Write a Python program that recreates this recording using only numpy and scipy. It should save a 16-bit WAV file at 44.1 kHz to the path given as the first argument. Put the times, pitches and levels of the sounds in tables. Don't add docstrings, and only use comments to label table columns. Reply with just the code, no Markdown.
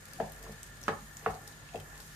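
import sys
import numpy as np
from scipy import signal
from scipy.fft import rfft, irfft
from scipy.io import wavfile
from scipy.ndimage import uniform_filter1d

SR = 44100
rng = np.random.default_rng(int(sys.argv[2]) if len(sys.argv) > 2 else 0)


def wrap_up_sound(samples):
    columns = np.atleast_2d(samples).T
    tamed = np.clip(columns, -1, 1)
    steps = np.round(tamed * 32767).astype(np.int16)
    wavfile.write(sys.argv[1], SR, steps)


def voltage_ratio(level):
    return 10 ** (np.asarray(level, float) / 20)


N = 94815

# start in
# seconds, peak level in dB, chatter pitch in Hz, length in seconds, # share by which the pitch sags.
TOUCHES = [(0.187, -45, 720, 0.022, 0.058), (.2005, -25.5, 738, 0.0062, 0), (.2048, -24, 650, .0075, 0.064),
           (.2012, -37, 1180, 0.0039, 0.02), (0.2015, -36, 1680, 0.004, 0.044), (.213, -41, 850, .007, 0),
           (0.205, -32, 550, 0.0071, 0.062), (.207, -40, 450, 0.012, 0.058),
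           (0.226, -43, 675, 0.0084, 0.035), (0.242, -38, 690, 0.01, 0), (.4655, -46, 1100, .004, 0),
           (.468, -48, 580, .012, 0), (.4935, -44, 620, 0.006, 0), (.8812, -33.5, 2466, 0.0026, 0.048),
           (0.8809, -21.5, 1300, 0.0032, 0.14), (.884, -28, 1220, 0.0089, 0.1),
           (0.886, -27, 1700, 0.0059, -0.049), (.8808, -35, 380, 0.0048, 0),
           (.8812, -30, 720, 0.0041, 0.043), (.886, -29, 570, .005, 0), (.8895, -27, 820, .007, -0.031),
           (.888, -36, 445, 0.0097, 0), (0.8911, -23.5, 620, 0.004, 0), (0.902, -39, 752, 0.0077, 0.094),
           (.93, -41, 635, .007, 0.019), (.936, -41, 1130, .009, 0), (1.261, -41.5, 2690, 0.0047, 0.06),
           (1.2645, -40.5, 2080, 0.005, 0.018), (1.2613, -21.5, 1220, 0.0035, 0.38),
           (1.2624, -22, 752, 0.00674, 0.032), (1.265, -31.5, 1730, 0.004, 0.063),
           (1.268, -29, 458, 0.0093, 0.078), (1.27, -41, 1063, .008, 0), (1.274, -39, 810, 0.0064, 0.053),
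           (1.297, -35.5, 708, 0.012, -0.013), (1.333, -44, 876, 0.0067, 0),
           (1.354, -44, 742, 0.011, -0.22), (1.731, -51, 714, 0.0098, 0), (1.744, -36.5, 672, 0.0061, 0),
           (1.748, -31, 630, 0.0074, 0.1), (1.746, -37.5, 449, .01, 0.023),
           (1.757, -36.5, 460, 0.0086, 0.04), (1.787, -50, 694, .01, -0.018)]
# middle in seconds, half length in seconds, level in dB, grain pitch in Hz.
DRAGS = [
    (0.46, 0.053, -55, 620),
    (0.49, 0.045, -62, 440),
    (1.26, 0.069, -51, 1100),
    (0.84, 0.02, -62, 450),
    (0.864, 0.044, -51.5, 1800),
    (0.38, .05, -62, 1200),
    (1.35, 0.028, -55, 830),
    (1.47, 0.067, -60, 770),
    (1.952, 0.083, -53.5, 1300),
]
# frequency in Hz, level in dB, T60 in seconds.
PAN = [(262, -14, 0.12), (389, -12.5, 0.16), (460, -3.5, 0.17), (564, -5.5, 0.2), (678, -9.5, 0.13),
       (718, -13, 0.19), (830, -4.5, 0.17), (867, -9.5, 0.2), (1052, -17, 0.3), (1130, -12, 0.17),
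       (1220, -7, 0.11), (1480, -29, 0.12), (1700, -9, 0.086), (2220, -16, 0.15)]
# frequency in Hz, left minus right in dB.
LEAN = [(400, -0.5), (700, 7.5), (1300, -11), (2500, 7.5)]
# start in seconds, peak level in dB, centre in Hz, T60 in seconds.
CRACKS = [
    (0.1999, -40.5, 2020, 0.091),
    (0.8812, -30.5, 2120, 0.062),
    (0.881, -35, 5400, 0.041),
    (1.2616, -37, 2120, 0.049),
]
# start in seconds, peak level in dB, pitch in Hz, broad edge in dB.
POPS = [(0.054, -53, 5490, 17), (0.0974, -58, 3700, -9), (0.1125, -45, 4930, -13),
        (0.1333, -48.5, 4900, 17), (0.16, -55, 3030, 11), (0.3193, -32, 13330, -5.5),
        (0.3444, -60, 6700, -2), (.345, -49, 12000, 4), (.379, -47, 10000, 2), (0.427, -44.5, 6440, 8.5),
        (0.437, -41.5, 7650, 2), (0.6305, -27.5, 7830, -17), (0.6629, -43, 6810, -5),
        (0.772, -53, 6720, -3), (0.814, -47, 6800, 10), (0.8296, -39, 6050, -7), (0.8364, -36, 5750, -2),
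        (1.007, -55, 4150, 12.5), (1.1478, -54, 6700, -1), (1.1688, -30.5, 6840, -9),
        (1.194, -43.5, 6600, -2), (1.3094, -53, 6720, -7), (1.342, -45, 4400, -5), (1.473, -44, 4030, -2),
        (1.4764, -39, 8340, 4.5), (1.4765, -37.5, 5650, -8), (1.513, -50, 6500, 3), (1.523, -46.5, 3900, 1),
        (1.528, -51, 3000, 2), (1.6882, -42, 2740, -15), (1.7369, -43, 2510, -16), (1.7561, -38.5, 2700, 0),
        (1.758, -54, 3150, 0), (1.7749, -48, 6550, 2), (1.7993, -43, 3110, 2), (1.804, -48, 6500, 4),
        (1.8844, -49, 7500, -3), (1.9552, -45.5, 6720, -2), (1.977, -45, 6720, 3), (2.0017, -41, 4650, 5),
        (2.004, -44, 13500, 0), (2.017, -48, 5500, 0), (2.0283, -50, 6850, 0)]
# time in seconds, level in dB.
SIZZLE_EFFORT = [(0.0, -60), (1.2, -65.5), (1.33, -60), (1.72, -76.5), (2.15, -60)]
# start in seconds, levels in dB of the second, third and fourth stove modes.
THUDS = [
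    (0.212, -44, -38.5, -35),
    (.49, -55, -44, -37),
    (0.896, -40.5, -39, -53),
    (1.011, -49, -54, -41),
    (1.27, -36, -39, -33.5),
    (1.763, -42.5, -44.5, -39.5),
]
# frequency in Hz, T60 in seconds.
STOVE = [(52, 0.38), (93, 0.24), (155, 0.37), (210, 0.16)]
# frequency in Hz, density in dB per Hz.
HISS = [(40, 2.5), (200, -2.5), (300, -8.5), (800, -10), (1730, -10.5), (2560, -14.5), (7500, -19),
        (14500, -21)]
# frequency in Hz, width in Hz, level in dB.
FLAME = [(1200, 32, -73.5), (1401, 53, -65), (1751, 133, -59), (6720, 140, -66), (8370, 550, -69)]
# frequency in Hz, level in dB, wavering in dB.
HUM = [(49, -57, 4), (101.8, -62, -1), (147.6, -59.5, 3)]
# frequency in Hz, T60 in seconds, level in dB.
KITCHEN = [(232, 0.35, 3), (376, 0.28, -4), (600, 0.3, -3.5), (984, 0.35, 2.5), (1570, 0.14, -2.5),
           (2290, 0.21, 5.5), (4270, 0.2, 9.5), (9450, 0.1, 6.5)]
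# frequency in Hz, left-right likeness from 0 to 1.
LIKENESS = [(100, 0.87), (400, 0.65), (1000, 0.2), (2500, 0.033), (12000, 0.013)]

HALF_EACH_WAY = np.array([[0.5], [-0.5]])
CHATTER_HOLD = 0.64
CONTACT_CYCLES, BLOW_DB, DRAG_ROUGH_DB = 1.133, -4, 3
PAN_DB, LONGEST_RING_S, LEFT_LAG_SAMPLES = -43, 0.3, 3
POP_RING_CYCLES, POP_T60_S, POP_RISE_S = 85, 0.021, 0.00045
SIZZLE_PER_S, SIZZLE_SPREAD_DB, SIZZLE_DB, LOUDEST_SHARE = 430, 2, -63.5, 0.01
THUD_RISE_S, DEEP_DB = 0.013, -3.5
HISS_DB = -53
KITCHEN_DB, KITCHEN_GAP_S = -13.5, 0.003065
ECHO_S, ECHO_DB, ECHO_HZ, ECHO_WIDTH_HZ = 0.043, -21, 615, 990
BOTTOM_HZ, TOP_HZ = 42, 14650


def unit(x):
    return x / np.sqrt(np.mean(x ** 2))


def read(table, hz):
    table = np.array(table, float)
    return np.interp(np.log(hz + 1), np.log(table[:, 0] + 1), table[:, 1])


def band(x, hz, width_hz):
    hz = min(hz, 0.4 * SR)
    b, a = signal.iirpeak(hz, hz / width_hz, fs=SR)
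    return signal.lfilter(b, a, x)


def ring(x, hz, t60_s):
    pole = np.exp((2j * np.pi * hz - np.log(1000) / t60_s) / SR)
    return signal.lfilter([1], [1, -pole], x).imag


def walk(rate_hz):
    k = int(SR / rate_hz)
    held = np.repeat(rng.standard_normal(N // k + 1), k)
    return 1.475 * uniform_filter1d(uniform_filter1d(held, k), k)[:N]


def pair(size):
    alike = np.clip(read(LIKENESS, np.fft.rfftfreq(size, 1 / SR)), 0, 1)
    mid, side = rfft(rng.standard_normal((2, size)))
    mid = mid * np.sqrt((1 + alike) / 2)
    side = side * np.sqrt((1 - alike) / 2)
    return irfft(np.array([mid + side, mid - side]), size)


def add(out, start_s, x):
    i = int(start_s * SR)
    out[:, i:i + x.shape[-1]] += x[..., :N - i]


def leaning(db, hz):
    return voltage_ratio(db + HALF_EACH_WAY * read(LEAN, hz))


def spoon():
    chatters, push, t = np.zeros((2, N)), np.zeros((1, N)), np.arange(N) / SR
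    for start, db, hz, length, sag in TOUCHES:
        u = np.arange(int(length * SR)) / (length * SR)
        swell = np.sin(np.pi * u ** 0.46) ** CHATTER_HOLD
        cycles = hz * length * (u - sag * (u ** 2 - u) / 2)
        add(chatters, start, -leaning(db, hz) * swell * np.sin(2 * np.pi * cycles))
        k = int(CONTACT_CYCLES * SR / hz)
        phase = np.pi * np.arange(k) / k
        blow = np.sin(2 * phase) * np.sin(phase)
        add(push, start + length / 3, voltage_ratio(db) * 4 / (hz * length) * blow)
    grit = voltage_ratio(DRAG_ROUGH_DB * walk(150)) * rng.standard_normal(N)
    for middle, half, db, hz in DRAGS:
        stroke = np.exp(-((t - middle) / half) ** 2)
        push = push + voltage_ratio(db) * stroke * unit(band(grit, hz, hz))
    pan = np.zeros((2, N))
    for hz, db, t60 in PAN:
        pan += leaning(db, hz) * ring(push, hz, min(t60, LONGEST_RING_S))
    return chatters + voltage_ratio(BLOW_DB) * push + voltage_ratio(PAN_DB) * pan


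def cracks():
    out, t = np.zeros((2, N)), np.arange(4000) / SR
    rise = 1 - np.exp(-t / 0.00046)
    for start, db, hz, t60 in CRACKS:
        grain = band(band(pair(len(t)), hz, hz * 0.62), hz, hz * 2.1)
        add(out, start, 0.5 * voltage_ratio(db - 60 * t / t60) * rise * unit(grain))
    return out


def pops():
    out, t = np.zeros((2, N)), np.arange(3000) / SR
    rise = 1 - np.exp(-t / POP_RISE_S)
    for start, db, hz, broad_db in POPS:
        a, b = rng.standard_normal((2, len(t)))
        noise = np.array([a + 1.2 * b, a - 0.75 * b])
        tone = np.sin(2 * np.pi * hz * t + np.array([[0], [1.2]]))
        spray = unit(band(noise, hz, hz * 0.26))
        bubble = voltage_ratio(-60 * t * hz / POP_RING_CYCLES) * (0.82 * tone + 0.9 * spray)
        broad = voltage_ratio(broad_db - 60 * t / POP_T60_S) * unit(band(noise, 8700, 12500))
        add(out, start, voltage_ratio(db) * rise * (0.58 * bubble + 0.41 * broad))
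    return out


def sizzle():
    happens, size = rng.random((2, N))
    clicks = (happens < SIZZLE_PER_S / SR) * voltage_ratio(-SIZZLE_SPREAD_DB * np.log(size + LOUDEST_SHARE))
    tail_s = 0.0039
    gate = unit(signal.lfilter([1], [1, -np.exp(-1 / (tail_s * SR))], clicks))
    time_s, db = np.transpose(SIZZLE_EFFORT)
    effort_db = np.interp(np.arange(N) / SR, time_s, db - db.mean())
    return voltage_ratio(SIZZLE_DB + effort_db) * gate * unit(band(pair(N), 6200, 10300))


def stove():
    out, t = np.zeros((2, N)), np.arange(SR // 2) / SR
    rise = 1 - np.exp(-t / THUD_RISE_S)
    for start, *dbs in THUDS:
        mode_dbs = [dbs[0] + DEEP_DB] + dbs
        for (hz, t60), db in zip(STOVE, mode_dbs):
            add(out, start, voltage_ratio(db - 60 * t / t60) * rise * np.sin(2 * np.pi * hz * t))
    return out


def flame():
    hz = np.fft.rfftfreq(N, 1 / SR)
    spectrum = rfft(pair(N)) * voltage_ratio(read(HISS, hz))
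    hiss, tones = np.zeros((2, N)), np.zeros((2, N))
    for centre_hz in 30 * 2.0 ** np.arange(10):
        octaves = np.clip(np.log2(hz / centre_hz + 1e-9), -1, 1)
        share = np.cos(octaves * np.pi / 2) ** 2
        hiss += irfft(spectrum * share, N) * voltage_ratio(1.4 * walk(9.51))
    for tone_hz, width, db in FLAME:
        whistle = band(band(pair(N), tone_hz, width), tone_hz, 2 * width)
        tones += voltage_ratio(db + 1.3 * walk(24.68)) * unit(whistle)
    return voltage_ratio(HISS_DB) * unit(hiss) + tones


def hum():
    out = np.zeros(N)
    for (hz, db, waver_db), rate_hz in zip(HUM, (9, 25, 30)):
        cycles = np.cumsum(hz * (1 + 0.02976 * walk(16))) / SR
        out += voltage_ratio(db + 1.5 + waver_db * walk(rate_hz)) * np.sin(2 * np.pi * cycles)
    return out * voltage_ratio(np.array([[-0.9], [0.9]]))


def kitchen(x):
    t = np.arange(SR // 2) / SR
    noise, tail = pair(len(t)), np.zeros((2, len(t)))
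    for hz, t60, db in KITCHEN:
        tail += voltage_ratio(db - 60 * t / t60) * band(noise, hz, hz * 0.69)
    tail *= t > KITCHEN_GAP_S
    tail /= np.sqrt(np.sum(tail ** 2) / 2 / len(KITCHEN))
    return voltage_ratio(KITCHEN_DB) * signal.fftconvolve(x.mean(0)[None], tail)[:, :N]


def scene():
    knocks = spoon()
    knocks[0] = np.roll(knocks[0], LEFT_LAG_SAMPLES)
    near = knocks + cracks() + pops()
    swapped = knocks[::-1]
    add(near, ECHO_S, voltage_ratio(ECHO_DB) * band(swapped, ECHO_HZ, ECHO_WIDTH_HZ))
    background = sizzle() + voltage_ratio(HALF_EACH_WAY) * flame() + hum()
    return near + kitchen(near) + stove() + background


def top_cut(x):
    return signal.sosfilt(signal.butter(12, 15670, fs=SR, output="sos"), x)


def record(dry):
    bass_cut = signal.butter(4, BOTTOM_HZ, "high", fs=SR, output="sos")
    treble_cut = signal.ellip(10, 0.5, 50, TOP_HZ, fs=SR, output="sos")
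    mix = signal.sosfilt(treble_cut, signal.sosfilt(bass_cut, dry))
    return top_cut(mix)


dry = scene()
out = record(dry)
wrap_up_sound(out)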